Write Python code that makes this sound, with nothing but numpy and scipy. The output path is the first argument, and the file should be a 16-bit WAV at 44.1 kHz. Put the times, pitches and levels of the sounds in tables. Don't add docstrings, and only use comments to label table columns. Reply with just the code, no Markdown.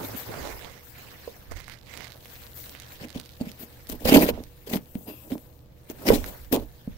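import sys
import numpy as np
from scipy import signal
from scipy.fft import rfft, irfft, next_fast_len
from scipy.io import wavfile
from scipy.ndimage import uniform_filter1d, map_coordinates

SR = 44100
rng = np.random.default_rng(int(sys.argv[2]) if len(sys.argv) > 2 else 0)


def wrap_up_sound(samples):
    columns = np.atleast_2d(samples).T
    tamed = np.clip(columns, -1, 1)
    steps = np.round(tamed * 32767).astype(np.int16)
    wavfile.write(sys.argv[1], SR, steps)


N = 307677


def amp(db):
    return 10 ** (np.asarray(db) / 20)


def unit(x):
    return x / np.sqrt(np.mean(x ** 2) + 1e-20)


def sides(pan_db):
    return amp(np.array([pan_db / 2, -pan_db / 2]))


def along(points, hz):
    freqs, values = np.transpose(points)
    return np.interp(np.log(hz + 1), np.log(freqs + 1), values)


def curves(rows):
    times, *columns = np.transpose(rows)
    return [np.interp(np.arange(N) / SR, times, column) for column in columns]


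def wobble(rate):
    knots = rng.standard_normal(int(N * rate / SR) + 4)
    return map_coordinates(knots, [np.arange(N) * rate / SR])


def bursts(start, length, level_db, rise, fall, swell=0):
    grid = np.arange(0, N, 16)
    since = grid / SR - start[:, None]
    length, level_db, swell = (np.reshape(v, (-1, 1)) for v in (length, level_db, swell))
    shape_db = rise * np.minimum(since, 0) + swell * np.clip(since, 0, length)
    shape_db -= fall * np.maximum(since - length, 0)
    power = amp(2 * (level_db + shape_db)).sum(axis=0)
    return np.interp(np.arange(N), grid, 10 * np.log10(power + 1e-20))


def filtered(x, response):
    size = next_fast_len(N + SR // 2)
    return irfft(rfft(x, size) * response(np.fft.rfftfreq(size, 1 / SR)), size)[..., :N]


def eq(x, points):
    return filtered(x, lambda f: amp(along(points, f)))


def resonances(modes):
    return lambda f: sum((-1) ** k * amp(db) * 1j * f * width / (hz * hz - f * f + 1j * f * width)
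                         for k, (hz, width, db) in enumerate(modes))


def coloured(x, spectrum):
    frames = signal.stft(eq(x, spectrum))[2]
    patches = rng.standard_normal(frames.shape[-2:])
    patches = uniform_filter1d(uniform_filter1d(patches, size=5, axis=0), size=9, axis=1)
    return unit(signal.istft(frames * amp(3.15 * unit(patches)))[1][..., :N])


def slips(rate, spread_db, smooth):
    size_db = spread_db * np.minimum(rng.exponential(size=N), 3.5)
    breaks = (rng.random(N) < rate / SR) * rng.choice([-1, 1], N) * amp(size_db)
    return np.sqrt(1 - smooth) * unit(breaks) + np.sqrt(smooth) * rng.standard_normal(N)


# frequency in Hz, gain in dB.
AIR_EQ = [(15, -71), (25, -47.5), (58, -0.5), (92, -8.5), (124, 0), (187, -9), (273, -10.5), (330, -10.5),
          (445, -20.5), (483, -11.5), (902, -25), (15200, -56), (16500, -44.5)]
# frequency in Hz, pan in dB.
AIR_PAN = [(60, 3), (240, -1.5), (950, -9.5), (3770, 21.5), (15000, 16)]

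def air(level_db=-55):
    mid, side = rng.standard_normal((2, N))
    width = lambda f: np.arccos(along([(100, 0.95), (400, 0.7), (1200, 0.02)], f)) / 2
    mid = filtered(mid, lambda f: amp(along(AIR_EQ, f)) * np.cos(width(f)))
    side = filtered(side, lambda f: amp(along(AIR_EQ, f)) * np.sin(width(f)))
    bed = filtered(np.array([mid + side, mid - side]), lambda f: sides(along(AIR_PAN, f)))
    return amp(level_db + 0.61 * wobble(2.9)) * unit(bed)


# pitch in Hz, relative level in dB.
HUM_TONES = [(76, -59), (119.5, -61), (480, -69)]

def hum():
    t = np.arange(N) / SR
    return sum(amp(db + 4.0 + 1.6 * wobble(2.0)) * np.sin(2 * np.pi * hz * t + 0.38 * wobble(5.1))
               for hz, db in HUM_TONES)


# frequency in Hz, seconds to fall 60 dB.
ROOM_DECAY = [(200, 0.17), (10000, 0.083)]

def room(x):
    hz, t, frames = signal.stft(rng.standard_normal((2, SR // 2)), SR, nperseg=256)
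    decay = amp(-60 * t / along(ROOM_DECAY, hz)[:, None])
    tail = signal.istft(frames * decay, SR, nperseg=256)[1]
    return signal.fftconvolve(x, tail / np.linalg.norm(tail[0]), axes=1)[:, :N]


# frequency in Hz, gain in dB.
SWAY_EQ = [(15, -2.5), (45, 4), (100, -7), (300, -79.5)]
# time in seconds, relative peak in dB.
PHONE_JOLTS = [(0.42, -46), (0.53, -45), (1.516, -37), (1.555, -42), (3.92, -40), (4.06, -28), (4.16, -25),
               (4.33, -35), (6.1, -29), (6.18, -30.5), (6.41, -45.5), (6.58, -35), (6.9, -38)]

def rocking(rest_db=-61.5):
    time, peak_db = np.transpose(PHONE_JOLTS)
    level = amp(rest_db) + amp(bursts(time, 0, peak_db, rise=901.5, fall=159))
    shared, left_only = eq(rng.standard_normal((2, N)), SWAY_EQ)
    return level * np.array([0.7 * unit(0.6 * shared + left_only), 2.05 * unit(shared)])


# time in seconds, relative level in dB.
CRACKLE_FADER = [(1.45, -92), (1.6, -68), (2.1, -65), (2.5, -67.5), (3.15, -63.5), (3.9, -82)]

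def crackle():
    level_db, = curves(CRACKLE_FADER)
    colour = [(1000, -19), (4000, 5.5), (8000, -11.5), (16000, -9.5)]
    clicks = unit(eq(slips(90, spread_db=3.5, smooth=0), colour))
    return amp(level_db) * clicks * sides(-23.0)[:, None]


# start in seconds, length in seconds, relative level in dB, pitch in Hz.
FINGERTIP_SHUDDERS = [(0.045, 0.1, -43, 101), (0.273, 0.079, -42, 104.8), (0.414, 0.016, -39, 74.8)]

def shudders():
    out, t = np.zeros(N), np.arange(N) / SR
    for start, length, db, hz in FINGERTIP_SHUDDERS:
        level_db = bursts(np.array([start]), length, db, rise=600, fall=700) + 1.3 * wobble(30.3)
        out += amp(level_db) * np.sin(2 * np.pi * hz * t + 0.68 * wobble(29.0))
    return out * sides(2.2)[:, None]


# frequency in Hz, gain in dB.
RUB_EQ = [(60, -10), (110, -2), (250, -1), (500, 2.5), (900, -2.5), (1400, -9), (2500, -24.5)]
FINGER_RUSTLE_EQ = [(700, -3), (1300, -4.5), (1700, 0), (2200, -3), (2600, -4), (4200, -5.5), (6500, -11),
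                    (10000, -21), (16000, -18)]
FIZZ_EQ = [(4000, -25.5), (7000, -12), (11400, -11), (12200, -3), (14000, -1.5), (16000, -2.5)]
# centre in Hz, width in Hz, gain in dB.
HAND_HOLLOW = [(2100, 500, 0)]
# time in seconds, then rub, rustle, rustle pan and fizz, all in dB.
FINGER_FADERS = [(0.0, -39.5, -55.5, -15, -50), (0.046, -40.5, -42, -10, -39),
                 (0.075, -47.5, -46.5, -11, -41), (0.15, -38, -49, -9, -50), (0.17, -45, -40.5, 1.5, -34.5),
                 (0.24, -52.5, -46, 5, -44.5), (0.32, -41, -45.5, -9, -50), (0.504, -39, -47.5, -21, -49.5),
                 (0.56, -51.5, -50, -9.5, -48), (0.65, -51, -48, -15.5, -54),
                 (0.77, -59, -57, -19.5, -56.5), (0.89, -68, -54.5, 5, -48.5), (1.0, -60, -49.5, -9.5, -53),
                 (1.33, -61.5, -51.5, -3, -53), (1.5, -67, -60, -4, -62.5), (1.52, -44, -52, -28.5, -66.5),
                 (1.545, -70, -63, -21, -62), (1.57, -58.5, -49, -25.5, -69.5),
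                 (1.65, -70, -61.5, -19.5, -70), (1.73, -65.5, -54, -28.5, -72),
                 (1.82, -66.5, -69, -13.5, -72.5), (1.9, -57.5, -50, -21, -56.5),
                 (2.05, -58.5, -51.5, -21.5, -67), (2.17, -56.5, -60, -4, -57),
                 (2.35, -71, -47, 0.5, -47.5), (2.54, -60.5, -58, 1, -53), (2.57, -73, -50.5, -7, -40),
                 (2.72, -57.5, -51.5, -6, -50), (2.8, -66.5, -51, -5.5, -65), (2.93, -62, -49, 0, -47.5),
                 (3.05, -67, -54, -8.5, -64.5), (3.36, -67, -58, -1, -57.5), (3.8, -65, -54.5, -4, -56),
                 (4.55, -72.5, -60, -3.5, -58.5), (4.87, -73, -63, -3, -55.5), (5.06, -71, -83, 4, -49.5),
                 (5.45, -65, -70.5, 19, -56), (5.7, -79, -72, -7, -71), (6.0, -54.5, -55, 3, -52.5),
                 (6.35, -50.5, -52, -4, -49.5), (6.5, -75, -62, -3, -57.5), (6.98, -69, -60, -2, -62.5)]

def fingers():
    rub_db, rustle_db, pan_db, fizz_db = curves(FINGER_FADERS)
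    shake_db = 0.53 * wobble(16)
    drag = np.array([slips(500, spread_db=1.5, smooth=0.84), slips(500, spread_db=1.0, smooth=1.0)])
    mid, side = coloured(drag, RUB_EQ)
    skin = np.array([mid + 0.96 * side, mid - 0.68 * side])
    rub = amp(rub_db + 0.75 * wobble(24.73)) * sides(-6.0)[:, None] * skin
    fine = np.array([slips(900, spread_db=4.5, smooth=0.67), slips(700, spread_db=5.0, smooth=0.66)])
    rustle = amp(rustle_db + shake_db - 1.0) * sides(pan_db) * coloured(fine, FINGER_RUSTLE_EQ)
    cupped = np.clip(-pan_db / 25, 0, 1) ** 2
    rasp = unit(filtered(fine[1], lambda f: resonances(HAND_HOLLOW)(f) ** 2))
    rustle[1] += amp(rustle_db + shake_db + 0.5) * cupped * rasp
    finest = np.array([slips(2800, spread_db=1.5, smooth=0.2), slips(800, spread_db=-7.5, smooth=0.29)])
    fizz = amp(fizz_db + shake_db + [[5.5], [-8]]) * coloured(finest, FIZZ_EQ)
    return rub + rustle + fizz


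# centre in Hz, width in Hz, gain in dB.
BLADE_MODES = [(1020, 200, 11.5), (2670, 210, 17), (3500, 440, 8), (4980, 160, 6), (12900, 930, 7)]
# time in seconds, level in dB.
BLADE_FADER = [(5.066, -69), (5.078, -43), (5.15, -49.5), (5.24, -55), (5.3, -98)]

def blade():
    level_db, = curves(BLADE_FADER)
    friction = rng.standard_normal((2, N))
    lean_left = lambda f: sides(along([(3000, 6.4), (12000, 30.6)], f))
    return amp(level_db) * unit(filtered(friction, lambda f: resonances(BLADE_MODES)(f) * lean_left(f)))


# start in seconds, relative level in dB, pan in dB, pitch in Hz.
GLUE_SNAPS = [(1.52, -26, -27, 1230), (1.603, -27.5, -35, 2180), (1.681, -28.5, -16, 1670),
              (1.698, -28.5, -23, 2140), (1.715, -37.5, -18, 2280), (1.7235, -34, -20, 3500),
              (1.9387, -26.5, -20, 2050), (1.969, -30.5, -16, 4000), (2.007, -26.5, -21.5, 1900),
              (1.9748, -24, -24, 2390), (2.044, -28, -21, 4000), (2.121, -27, -22, 3500),
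              (2.07, -29, -22.5, 2200), (2.257, -29.5, -11, 2680), (2.695, -27.5, -18.5, 4500),
              (2.7507, -28.5, -25.5, 2200), (2.8, -24.5, -15.5, 4200), (2.821, -28.5, -15.5, 3030),
              (2.921, -34, -8, 3100), (2.957, -32.5, -10, 3900), (3.0853, -32.5, -15, 4270),
              (3.1035, -28, -23.5, 4030), (3.1993, -22, -13.5, 4400), (3.252, -37.5, -21, 4360),
              (3.259, -30.5, -18, 4000), (3.517, -28, -23, 4500), (3.871, -29.5, -21, 4580),
              (3.8995, -17, 20, 5300), (4.0526, -19, 18, 5760), (4.2891, -18, 2, 1900),
              (4.354, -41, -10, 3000), (4.438, -30, -21, 5370), (4.7369, -15, 17, 3730),
              (4.771, -22.5, 23, 2400), (4.9536, -31, 26, 2500), (5.3195, -26, 2, 2730),
              (5.3806, -34.5, 14, 4500), (5.9, -25.5, 17, 6040), (6.0876, -6.5, 18, 3670),
              (6.2425, -21.5, -16.5, 1730), (6.276, -38, 15, 3170), (6.4475, -37, 12, 4430),
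              (6.529, -27, 21, 2480), (6.5628, -19, 10, 3000)]

def ticks():
    out, t = np.zeros((2, N + SR)), np.arange(SR // 100) / SR
    for start, db, pan_db, hz in GLUE_SNAPS:
        snap = amp(-60 * t * hz / 3.04) * np.sin(2 * np.pi * hz * t)
        edge = 0.2 * amp(-60 * t / 0.0049) * rng.standard_normal((2, len(t)))
        gains = amp(db + 4) * sides(pan_db)[:, None] / sides(pan_db).mean()
        out[:, round(start * SR):][:, :len(t)] += gains * (snap + edge)
    return filtered(out[:, :N], lambda f: 1j * f / (700 + 1j * f))


def box_at_ports(x):
    lead = lambda f: np.exp(np.outer([1j, -1j], 0.44 * f / 800))
    return filtered(x, lambda f: sides(along([(200, -2.0), (400, -3.5), (700, -8.0)], f)) * lead(f))


# start in seconds, relative level in dB, pitch in Hz.
BOX_KNOCKS = [(0.043, -29.5, 293), (0.148, -26, 225), (1.276, -24.5, 482), (3.015, -29.5, 197),
              (3.159, -20, 207), (3.411, -15.5, 222), (3.47, -25, 200), (3.609, -39.5, 330),
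              (3.897, -27.5, 290), (4.054, -13.5, 516), (4.1227, -1, 299), (4.144, -6, 267),
              (4.166, -3.5, 294), (4.1735, -8, 290), (4.229, -13, 340), (4.2882, -11.5, 483),
              (4.672, -30, 430), (4.7353, -15.5, 240), (4.76, -16.5, 200), (4.955, -18.5, 213),
              (5.083, -33, 248), (5.321, -17.5, 261), (5.9, -27.5, 341), (6.0887, -8, 324),
              (6.1025, -1, 458), (6.1169, -9.5, 262), (6.133, -12, 332), (6.514, -25.5, 293),
              (6.527, -9.5, 255), (6.5456, -18, 377), (6.562, -18, 400), (6.876, -19, 198)]

def knocks():
    out, t = np.zeros(N + SR), np.arange(SR // 8) / SR
    attack = 1 - np.exp(-t / 0.0012)
    for start, db, hz in BOX_KNOCKS:
        body = amp(-60 * t / 0.028) * np.sin(2 * np.pi * hz * t)
        overtone = amp(-14.5 - 60 * t / 0.019) * np.sin(2 * np.pi * 2.054 * hz * t)
        out[round(start * SR):][:len(t)] += amp(db + 3.5) * (body + overtone) * attack
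    return box_at_ports(out[:N])


# centre in Hz, width in Hz, gain in dB.
BOX_MODES = [(179.5, 96, -3), (246.3, 35, 5), (308.2, 20, 2.5), (426, 95, -3), (600, 166, -7),
             (860, 204, -11.5), (1008, 280, -17.5)]

def drumming(level_db):
    coarse = amp(level_db) * slips(250, spread_db=3.5, smooth=0.23)
    body = resonances(BOX_MODES)
    noise_gain = np.std(filtered(rng.standard_normal(N), body))
    return box_at_ports(amp(-2.0) * filtered(coarse, body) / noise_gain)


# frequency in Hz, gain in dB.
TAPE_EQ = [(600, -7), (1200, -3.5), (2000, 1), (3200, 2), (5000, -0.5), (8000, -6.5), (12000, -7.5),
           (16000, -3)]
RIGHT_PORT_EQ = [(2000, 3), (8000, -12.5), (15000, -14)]

def tape_rustle():
    fine = np.array([slips(1800, spread_db=5.0, smooth=0.26), slips(2000, spread_db=3.5, smooth=0.66)])
    left, separate = coloured(fine, TAPE_EQ)
    shared = lambda f: along([(1000, 1.0), (2500, 0.35), (5000, 0.066)], f)
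    dull = lambda f: amp(along(RIGHT_PORT_EQ, f))
    right = filtered(-left, lambda f: shared(f) * dull(f))
    right += filtered(separate, lambda f: np.sqrt(1 - shared(f) ** 2) * dull(f))
    return np.array([left, right])


# start in seconds, length in seconds, relative
# levels of drumming, rustle and fizz in dB, swell in dB per second, rustle pan in dB.
CARPET_STROKES = [(3.002, 0.043, -41, -50, -70, 46, 2), (3.148, 0.038, -36.5, -51, -68, -100, 7.5),
                  (3.405, 0.013, -34, -48.5, -80, -100, 4), (3.456, 0.045, -48.5, -53.5, -56, -4, 2),
                  (3.593, 0.053, -46.5, -57.5, -44, -2.5, 4), (3.893, 0.059, -35, -48, -37.5, -120, 0.5),
                  (4.005, 0.049, -42, -57, -46.5, 2, 7), (4.052, 0.01, -21.5, -32, -28, -100, -1.5),
                  (4.073, 0.059, -20.5, -28, -30, 39, -3), (4.142, 0.032, -9.5, -23.5, -21, -79.5, 2),
                  (4.185, 0.047, -20.5, -36.5, -32, -4, 4), (4.219, 0.034, -17, -32, -25, -150, 1),
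                  (4.266, 0.03, -27.5, -40.5, -39, 150, 1), (4.341, 0.075, -35.5, -57, -75.5, -97, -12.5),
                  (4.667, 0.015, -44, -50.5, -46, 0, 4), (4.699, 0.044, -32.5, -43, -37, 3, 3),
                  (4.734, 0.0072, -24, -36, -41, -300, 4), (4.756, 0.011, -30, -40.5, -35, 0, 4),
                  (4.947, 0.12, -45, -69, -66, -100, 4), (5.069, 0.044, -37, -56.5, -69.5, -14, 9),
                  (5.234, 0.05, -49, -71.5, -68, 45, 9), (5.304, 0.035, -36, -55.5, -48, 103, 4.5),
                  (5.892, 0.022, -38.5, -53, -42, -120, -4), (5.981, 0.076, -50.5, -68, -59, 192, 4.5),
                  (6.052, 0.018, -26, -50.5, -47, 400, 6), (6.069, 0.03, -24, -29, -30.5, 8, 6),
                  (6.106, 0.041, -15.5, -30.5, -33, -100, 5.5), (6.138, 0.019, -38, -35.5, -32.5, -2, 9),
                  (6.163, 0.12, -31, -46, -40.5, -130, 3), (6.263, 0.055, -41.5, -48.5, -40, -100, 0.5),
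                  (6.528, 0.025, -13, -34.5, -27, -100, 8), (6.559, 0.078, -33.5, -54.5, -51, -120, 7)]

def strokes():
    grip, lift, ring_out = 2200, 1095.5, 433
    start, length, drum_db, rustle_db, fizz_db, swell, pan_db = np.transpose(CARPET_STROKES)
    drum_db = bursts(start, length, drum_db, grip, ring_out, swell)
    left_db, right_db, fizz_db = (bursts(start, length, db, grip, lift, swell)
                                  for db in (rustle_db + pan_db / 2, rustle_db - pan_db / 2, fizz_db))
    surge_db = 2.5 * wobble(80)
    drum = drumming(drum_db + 0.13 * surge_db)
    rustle = amp([left_db, right_db] + surge_db + 6.0) * tape_rustle()
    finest = np.array([slips(2500, spread_db=3.0, smooth=0.21), slips(2000, spread_db=1, smooth=0.4)])
    fizz = amp(fizz_db + surge_db + [[5.5], [-17]]) * coloured(finest, FIZZ_EQ)
    return drum + rustle + fizz


def scene():
    blows = knocks() + ticks()
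    hands = fingers() + strokes() + blade() + crackle() + shudders()
    return hands + blows + amp(-8) * room(blows) + rocking() + air() + hum()


def record(dry):
    top_hz = 15760
    clipped = dry / (1 + np.abs(dry) ** 6) ** (1 / 6)
    return filtered(clipped, lambda hz: hz < top_hz)


dry = scene()
out = record(dry)
wrap_up_sound(out)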